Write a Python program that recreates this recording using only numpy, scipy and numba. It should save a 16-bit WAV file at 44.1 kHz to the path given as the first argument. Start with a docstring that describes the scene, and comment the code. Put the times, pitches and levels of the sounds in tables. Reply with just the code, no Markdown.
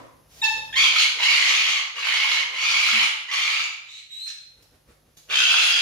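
"""A cockatoo on a hanging toy in a hard-walled room, heard in stereo over a faint mains hum.
A dull rumble dies away as a clear yelp comes with a whistle and a croak; then a run of rasping screeches, with
a brief low hum among them. Thin whistles, a croak and a pause with wingbeats lead to a last, wide-open screech.
Each screech scoops up in pitch, some clearer at first, some harsh at once, and grows toward a full rasp as the
syrinx turns more chaotic. The walls ring after each call, differently as the toy swings."""
import sys
import numpy as np
from scipy import signal
from scipy.fft import rfft, irfft, next_fast_len
from scipy.io import wavfile
from scipy.ndimage import uniform_filter1d
from numba import njit

SR = 44100
rng = np.random.default_rng(int(sys.argv[2]) if len(sys.argv) > 2 else 0)


def inscribe(sig):
    """Save sig as 16-bit PCM at rate SR to the path in sys.argv[1].

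    A 1-D sig is mono; a 2-D sig holds one channel per row.
    Samples are clipped to [-1, 1] before scaling.
    """
    pcm = np.round(np.clip(np.atleast_2d(sig).T, -1, 1) * 32767)
    wavfile.write(sys.argv[1], SR, pcm.astype(np.int16))


N = 256220
T = np.arange(N) / SR  # s

# Call levels are those at the bird, ahead of the room; tilt_db lowers the bass and lifts the treble by that much.
# screeches: [start_s, length_s, attack_s, level_db, fade_over_call_db, first_pitch_hz, last_pitch_hz,
#  first_roughness_0_to_1, time_to_full_rasp_s, tilt_db, first_beak_hz, last_beak_hz, upper_resonance_hz]
SCREECH_ROWS = [(.754, .18, .024, -12.5, -10, 1140, 1159, .3, .17, 0.5, 2183, 2610, 3195),
                (0.922, 0.15, 0.038, -18.5, 2.5, 1129, 1129, .9, 0.13, 1, 2300, 2160, 3050),
                (1.183, .635, .05, -17, -7, 1062, 1151, 0.68, .3, 0, 2090, 2180, 2870),
                (1.954, .49, .125, -22, -1, 1129, 1080, 0.94, 0.058, -.5, 2230, 2120, 2870),
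                (2.529, 0.56, .125, -21, 1, 1167, 1125, 0.45, 0.4385, -0.18, 2450, 2140, 2950),
                (3.279, .395, .055, -22, -4.5, 1120, 1206, 0.63, 0.54, -0.36, 2010, 2310, 2930),
                (5.297, 0.61, .052, -18, -3, 1320, 1382, .8, .5, 1.5, 2475, 2750, 3226)]
# short notes, whistled, clear or harsh: [start_s, length_s, attack_s, level_db, first_pitch_hz, last_pitch_hz,
#  roughness_0_to_1, tilt_db]
WHISTLE_ROWS = [(.415, 0.025, 0.0035, -20.5, 3780, 3625, 0.049, -8.5),
                (.725, 0.046, 0.0025, -26.5, 1638, 2055, 0.24, -13.5),
                (3.849, 0.16, 0.049, -43, 3850, 3925, 0.578, 0),
                (4.092, .128, 0.031, -38, 3825, 4007, 0.16, 0),
                (4.2, .092, 0.029, -34, 4094, 4176, .13, 11)]
YELP_ROWS = [(.421, 0.043, .02, -14.5, 889.8, 879, 0.05, .5),
             (0.457, .085, 0.027, -30.5, 881, 863.7, .05, 0)]
CROAK_ROWS = [(.431, 0.031, 0.0063, -26.5, 3300, 4530, 0.97, 6),
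              (4.256, .058, 0.031, -36, 2700, 1400, 1, 2.5),
              (5.287, 0.048, 0.0036, -35, 1432, 1370, 0.72, -3)]
SCREECH_RELEASE_S, NOTE_RELEASE_S = .055, .014
# what a call loses where effort is nil: level, share of its pitch, and treble tilt
SLACK_DB, SLACK_PITCH_SHARE, SLACK_TILT_DB, NOTE_SLACK_TILT_DB = -10, .12, -2.5, -9.5
FULL_RASP = .98  # roughness, 0-1

# broad throat and beak colour of each kind of call: [frequency_hz, gain_db]
YELP_COLOUR = [(400, -19.5), (880, 1.5), (1770, 4), (2650, 8), (3550, -3.5), (4400, -1), (5300, -3),
               (6200, -7), (7100, -18), (8200, -27), (10500, -18), (16000, -33)]
SCREECH_COLOUR = [(250, -34), (450, -23.5), (700, -19.5), (880, -13), (1200, -15), (1650, -6), (2100, -3),
                  (2600, -0.5), (3000, -3.5), (3600, -5.5), (4200, -3), (5450, -10.5), (5750, -12.5),
                  (6100, -9.5), (7000, -15), (8500, -30.5), (11000, -22.5), (13000, -32.5)]
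WIDE_OPEN_COLOUR = [(250, -27), (500, -12.5), (900, -6), (1380, -7), (1800, -4), (2600, -1), (3250, -3.5),
                    (4000, -10), (5050, -8), (5450, -17.5), (6400, -10.5), (8200, -29), (11000, -24.5),
                    (13000, -32.5)]
WHISTLE_COLOUR = [(900, -43), (2200, 3), (3000, 5.5), (4000, -0.5), (5000, -7), (6600, -1), (8000, -19),
                  (12000, -24.5)]
CROAK_COLOUR = [(400, -36), (1100, -18), (1700, -2.5), (2600, 3.5), (4000, -2.5), (6500, -4), (8200, -28),
                (11000, -19.5), (14000, -39)]
# windpipe, beak and upper resonance, one row each: [width_hz, level_over_broad_colour_db]
TRACT_RESONANCES = [(190, 2.5), (200, 4), (220, 7)]
WINDPIPE_RATIO = .573  # windpipe resonance as a share of the beak's
BEAK_WOBBLE, BEAK_WOBBLE_HZ = .023, 7.4  # spread of the resonances as a share, low-pass rate

# wingbeats: [centre_s, swish_db, puff_at_microphone_db]
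WINGBEAT_ROWS = [(.57, -50.5, -59), (.8, -60, -73.5), (1.18, -47, -80), (1.98, -49.5, -80),
                 (2.42, -51.5, -80), (2.54, -47.5, -83), (4.59, -61, -64), (4.74, -61, -63.5),
                 (4.899, -57, -57), (5.08, -66, -62.5), (5.319, -45, -78)]
SWISH_S, PUFF_S = .023, .025  # spread of each swell
# feather rustles: [centre_s, level_db, spread_s]
RUSTLE_ROWS = [(.335, -51, 0.027), (.39, -47, 0.018), (4.627, -49, 0.0034), (5.173, -44, .0023),
               (5.185, -53.5, 0.0081), (5.22, -63, 0.072)]
# colours of the wing swish, the feather rustle and the puff of air: [frequency_hz, relative_level_db]
SWISH_COLOUR = [(100, -21.5), (250, -14.5), (480, 2.5), (800, -12), (1300, -8), (3000, -14), (12000, -23.5)]
RUSTLE_COLOUR = [(200, 2), (1000, -7), (4500, -3), (6500, -2.5), (8500, -13.5), (11000, -5), (16000, -6.5)]
PUFF_COLOUR = [(25, -18), (55, -7.5), (90, -16), (160, -21), (300, -19), (1000, -53.5)]

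# gain of the wall echoes: [frequency_hz, gain_db]
WALL_COLOUR = [(100, -12.5), (600, -2), (820, 1.5), (1100, -1), (2500, .5), (6000, 1.5), (9000, 3),
               (14000, -4.5)]
# time for the echoes to fall 60 dB: [frequency_hz, decay_s]
WALL_DECAY = [(200, 1), (850, 0.71), (1300, 0.68), (3500, 0.69), (9000, 0.53)]
SWING_S = 1.7  # one swing of the toy, there and back
# phase difference between left and right in the direct sound, by frequency: [frequency_hz, phase_rad]
STEREO_PHASE = [(0, -1), (1030, 1.3), (1810, 0.5), (3360, 2), (4390, 0.9), (5680, 0.5), (8100, 9.5),
                (9300, -0.5), (9990, -4.5), (11900, 9.5), (12500, 3), (14400, -13), (15000, 16.5),
                (16500, 2)]

# mains hum, ahead of the background level below: [frequency_hz, level_db]
HUM_TONES = [(50, -72), (100, -71.5), (150, -69.5)]
# colours of the quiet room air and of the opening rumble: [frequency_hz, relative_level_db]
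AIR_COLOUR = [(20, -28), (60, -0.5), (150, -6.5), (300, -10.5), (700, -11), (1500, -20.5), (6500, -20),
              (8000, -32), (11000, -15), (15000, -27.5)]
RUMBLE_COLOUR = [(59, -50), (100, -4.5), (155, -13.5), (183, -27), (259, -3), (410, -12.5), (484, -2.5),
                 (870, -14), (989, -4), (1560, -18.5), (2100, -17), (2260, -21.5), (8000, -33.5),
                 (10400, -46), (17600, -120)]
# gain on the hum and room air over time: [time_s, gain_db]
BACKGROUND_LEVEL = [(0, -5), (.8, 6), (.95, -13), (4.3, -12.5), (4.7, -5), (5.3, -7), (5.45, -11),
                    (5.8, -14)]
AIR_DB = -61.5  # ahead of the background level
TOP_HZ = 15500  # where the phone cuts the treble


def cockatoo():
    """All the calls of the bird, ahead of the room."""
    return yelps() + screeches() + whistles() + croaks()


def screeches():
    """Rasping calls from a chaotic syrinx; the one after the pause is made with the throat wide open."""
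    first_run = sum(screech(row, SCREECH_COLOUR, wander=.065) for row in SCREECH_ROWS[:-1])
    last = screech(SCREECH_ROWS[-1], WIDE_OPEN_COLOUR, jitter=.07, wander=.08, turbulence=1.2)
    return first_run + last


def yelps():
    """A clear yelp and its softer tail: nearly regular membrane pulses."""
    return sum(note(row, YELP_COLOUR, jitter=.05, wander=.02, turbulence=1.5) for row in YELP_ROWS)


def whistles():
    """Thin whistles: few partials fit above their high pitch."""
    return sum(note(row, WHISTLE_COLOUR, jitter=.06, wander=.035, turbulence=1.4) for row in WHISTLE_ROWS)


def croaks():
    """Short harsh notes from a membrane in rough motion."""
    return sum(note(row, CROAK_COLOUR, turbulence=1.1) for row in CROAK_ROWS)


def screech(row, throat, **voice):
    """A screech scoops up in pitch as effort builds, clearer or harsh at first, grows rougher, then sags."""
    (start, length, attack, db, fade_db, first_hz, last_hz, first_rough, full_rasp_s, tilt_db,
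     first_beak, last_beak, upper_hz) = row
    t, progress, effort = effort_curve(start, length, attack, SCREECH_RELEASE_S)
    slack = 1 - effort
    pitch = np.interp(progress, [0, 1], [first_hz, last_hz]) * (1 - SLACK_PITCH_SHARE * slack)
    rough = np.interp(t - start, [0, full_rasp_s], [first_rough, FULL_RASP])
    beak = np.interp(progress, [0, 1], [first_beak, last_beak])
    centres = (WINDPIPE_RATIO * beak, beak, upper_hz)
    level_db = db + fade_db * progress + SLACK_DB * slack
    return call(t, pitch, level_db, rough, tilt_db + SLACK_TILT_DB * slack, throat, centres, **voice)


def note(row, throat, **voice):
    """A short note: one straight glide that swells from nothing and brightens with effort."""
    start, length, attack, db, first_hz, last_hz, rough, tilt_db = row
    t, progress, effort = effort_curve(start, length, attack, NOTE_RELEASE_S)
    pitch = np.interp(progress, [0, 1], [first_hz, last_hz])
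    level_db = db + 20 * np.log10(effort + 1e-6)
    return call(t, pitch, level_db, rough, tilt_db + NOTE_SLACK_TILT_DB * (1 - effort), throat, **voice)


def effort_curve(start, length, attack, release):
    """Times of one call, its progress 0-1 and the bird's effort 0-1: attack, hold, release."""
    t = T[(T >= start) & (T <= start + length)]
    effort = np.clip(np.minimum((t - start) / attack, (start + length - t) / release), 0, 1)
    return t, (t - start) / length, effort


def call(t, pitch, db, rough, tilt_db, throat, centres=None, jitter=.0518, wander=.055, turbulence=1.0):
    """One call: a membrane whose period and swing turn chaotic with roughness, heard through the throat."""
    size = len(t)
    rough = np.clip(rough, 0, 1)
    # the period trembles from cycle to cycle and lurches every few dozen cycles
    hz = pitch * np.exp(rough * (jitter * flutter(350, size) + wander * flutter(55, size)))
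    phase = 2 * np.pi * np.cumsum(hz) / SR
    # the pulse shape keeps changing, so single partials flare for a few milliseconds
    pulses = np.zeros(size)
    for k in range(1, int(SR / 3 / pitch.mean()) + 1):
        drift = 2 * np.pi * rng.random() + rough * flutter(98.4, size)
        flare = undb(7.5 * rough * flutter(83, size))
        pulses += np.cos(k * phase + drift) * flare
    # air tears through the gap once a cycle
    air = unit(rng.standard_normal(size) * (1 + np.cos(phase)))
    source = unit(pulses) + turbulence * rough * air
    # the swing comes in ragged bursts, bounded by the walls of the syrinx
    bursts = 1 + rough * np.tanh(2 * flutter(220, size))
    shake = undb(rough * 2 * flutter(45, size))
    source = source * bursts * shake
    if centres is not None:
        source = tract(source, t, centres, rough)
    voice = colour(source, throat)
    # more effort lifts the treble against the low partials
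    low = colour(voice, [(1000, 8.0), (2600, .5), (5000, -21.5)])
    voice = low * undb(-tilt_db) + (voice - low) * undb(tilt_db)
    # level out over 25 ms, then set the loudness, with 4 ms edges
    voice /= np.sqrt(uniform_filter1d(voice ** 2, size=1100) + 1e-12)
    edges = np.clip(np.minimum(t - t[0], t[-1] - t) / .004, 0, 1)
    out = np.zeros(N)
    out[(T >= t[0]) & (T <= t[-1])] = voice * undb(db) * edges
    return out


def tract(x, t, centres, rough, damping=.24):
    """Windpipe and beak ring on top of the sound, never quite still, and less when the rasp is harshest."""
    ring = np.zeros(len(t))
    for hz, (width, db) in zip(centres, TRACT_RESONANCES):
        moving_hz = hz * np.exp(BEAK_WOBBLE * flutter(BEAK_WOBBLE_HZ, len(t)))
        ring += undb(db) * resonate(x, moving_hz, float(width))
    return x + (1 - damping * rough ** 2) * ring


@njit
def resonate(x, hz, width):
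    """State-variable band-pass with a moving centre, gain 1 there."""
    y, band, low = np.empty(len(x)), 0., 0.
    for i in range(len(x)):
        g, k = np.tan(np.pi * hz[i] / SR), width / hz[i]
        v = (band + g * (x[i] - low)) / (1 + g * (g + k))
        band, low, y[i] = 2 * v - band, low + 2 * g * v, k * v
    return y


def wing_swish():
    """Wings swish through the air: a swell of coloured noise at each beat."""
    return swells((s, db, SWISH_S) for s, db, _ in WINGBEAT_ROWS) * noise(SWISH_COLOUR)


def feather_rustle():
    """Feathers brush each other: short swells of coloured noise."""
    return swells(RUSTLE_ROWS) * noise(RUSTLE_COLOUR)


def wing_puffs():
    """Each wingbeat pushes a low puff of air straight onto the microphone."""
    return swells((s, db, PUFF_S) for s, _, db in WINGBEAT_ROWS) * noise(PUFF_COLOUR)


def room(x, direct_db=-6.5, wet_db=-1.5, right_db=1.06):
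    """The direct sound differs in phase between left and right; the walls answer from all round."""
    n = next_fast_len(N)
    phase = np.interp(np.arange(n // 2 + 1) * SR / n, *np.transpose(STEREO_PHASE))
    right = irfft(rfft(x, n) * np.exp(-1j * phase), n)[:N]
    direct = np.array([x, right])
    wet = np.array([swinging_echoes(x) for _ in range(2)])
    return (undb(direct_db) * direct + undb(wet_db) * wet) * undb([[0], [right_db]])


def swinging_echoes(x, count=5):
    """The bird swings through several spots, and the walls answer differently from each."""
    place = (count - 1) * (1 + np.cos(2 * np.pi * T / SWING_S)) / 2
    echoes = np.zeros(N)
    for spot in range(count):
        nearness = np.cos(np.pi / 2 * np.clip(place - spot, -1, 1))
        echoes += signal.fftconvolve(x * nearness, wall_echoes())[:N]
    return echoes


def wall_echoes(early=.45, early_s=.02):
    """Response of the room in one channel: a few sharp reflections, then a diffuse tail that dulls as it dies."""
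    t = T[:SR]
    f, frame_s, tail = signal.stft(rng.standard_normal(SR), SR)
    decay = undb(-60 * frame_s / at(WALL_DECAY, f)[:, None])
    tail = signal.istft(tail * decay)[1][:SR]
    sparse = rng.random(SR) < 500 / SR  # about 500 reflections a second
    reflections = rng.standard_normal(SR) * sparse * np.exp(-t / early_s)
    response = (unit(tail) + early * unit(reflections)) * np.clip(t / .0026, 0, 1)
    return colour(unit(response) / np.sqrt(SR), WALL_COLOUR)


def low_tone(start=2.922, hz=219, db=-46.0, step_db=-9, ring_db=-23):
    """A brief low hum, a sine that drops to a weaker level, stops and rings on faintly; stronger at right."""
    t = T - start
    steps_s = [0, .014, .06, .073, .13, .14, .4]
    shape = np.interp(t, steps_s, [0, 1, 1, undb(step_db), undb(step_db), undb(ring_db), 0])
    tone = undb(db) * shape * np.sqrt(2) * np.sin(2 * np.pi * hz * t)
    return tone * undb([[-3], [2]])


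def background():
    """Rumble, with hum and air under a level that drops quickly as screeches begin and partly recovers in the pause."""
    level = undb(np.interp(T, *np.transpose(BACKGROUND_LEVEL)))
    return (mains_hum() + room_air()) * level + rumble()


def mains_hum():
    """Steady sines at the mains frequency and its harmonics."""
    return sum(undb(db) * np.sqrt(2) * np.sin(2 * np.pi * (hz * T + rng.random())) for hz, db in HUM_TONES)


def room_air():
    """Quiet coloured noise, partly common to left and right and partly each side's own."""
    own = np.array([noise(AIR_COLOUR), noise(AIR_COLOUR)])
    return undb(AIR_DB) * (.9 * noise(AIR_COLOUR) + .5 * own)


def rumble():
    """Dull noise, separate at left and right, that dies away from the start by 60 dB in 0.68 s."""
    return undb(-43.5 - 60 * T / .68) * np.array([noise(RUMBLE_COLOUR), noise(RUMBLE_COLOUR)])


def undb(db):
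    """Decibels to gain."""
    return 10 ** (np.asarray(db) / 20)


def unit(x):
    """Scale to rms 1."""
    return x / np.sqrt(np.mean(x ** 2))


def at(points, hz):
    """Read (Hz, value) points on a log-frequency axis."""
    f, value = np.transpose(points)
    return np.interp(np.log(hz + 1), np.log(f), value)


def colour(x, points):
    """Filter by a (Hz, dB) spectrum."""
    n = next_fast_len(x.shape[-1] + 2048)
    gain = undb(at(points, np.arange(n // 2 + 1) * SR / n))
    return irfft(rfft(x, n) * gain, n)[..., :x.shape[-1]]


def flutter(hz, size):
    """Random motion of rms 1, low-passed at hz."""
    lowpass = signal.butter(2, hz, fs=SR, output="sos")
    return unit(signal.sosfilt(lowpass, rng.standard_normal(size)))


def noise(points):
    """Coloured noise of rms 1."""
    return unit(colour(rng.standard_normal(N), points))


def swells(rows):
    """A smooth rise and fall for each (centre s, dB, spread s) row."""
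    return sum(undb(db) * np.exp(-.5 * ((T - s) / spread) ** 2) for s, db, spread in rows)


def scene():
    """The bird in its room; the push of air from its wings arrives directly."""
    bird = cockatoo() + wing_swish() + feather_rustle()
    return room(bird) + wing_puffs() + low_tone() + background()


def record(dry):
    """The phone rounds the loudest peaks, thins the deepest bass and cuts the top."""
    sound = colour(np.tanh(dry), [(15, -28.5), (45, 2.5), (11800, 1), (13200, -5), (15000, 0)])
    return signal.sosfilt(signal.ellip(8, .2, 70, TOP_HZ, fs=SR, output="sos"), sound)


dry = scene()
out = record(dry)
inscribe(out)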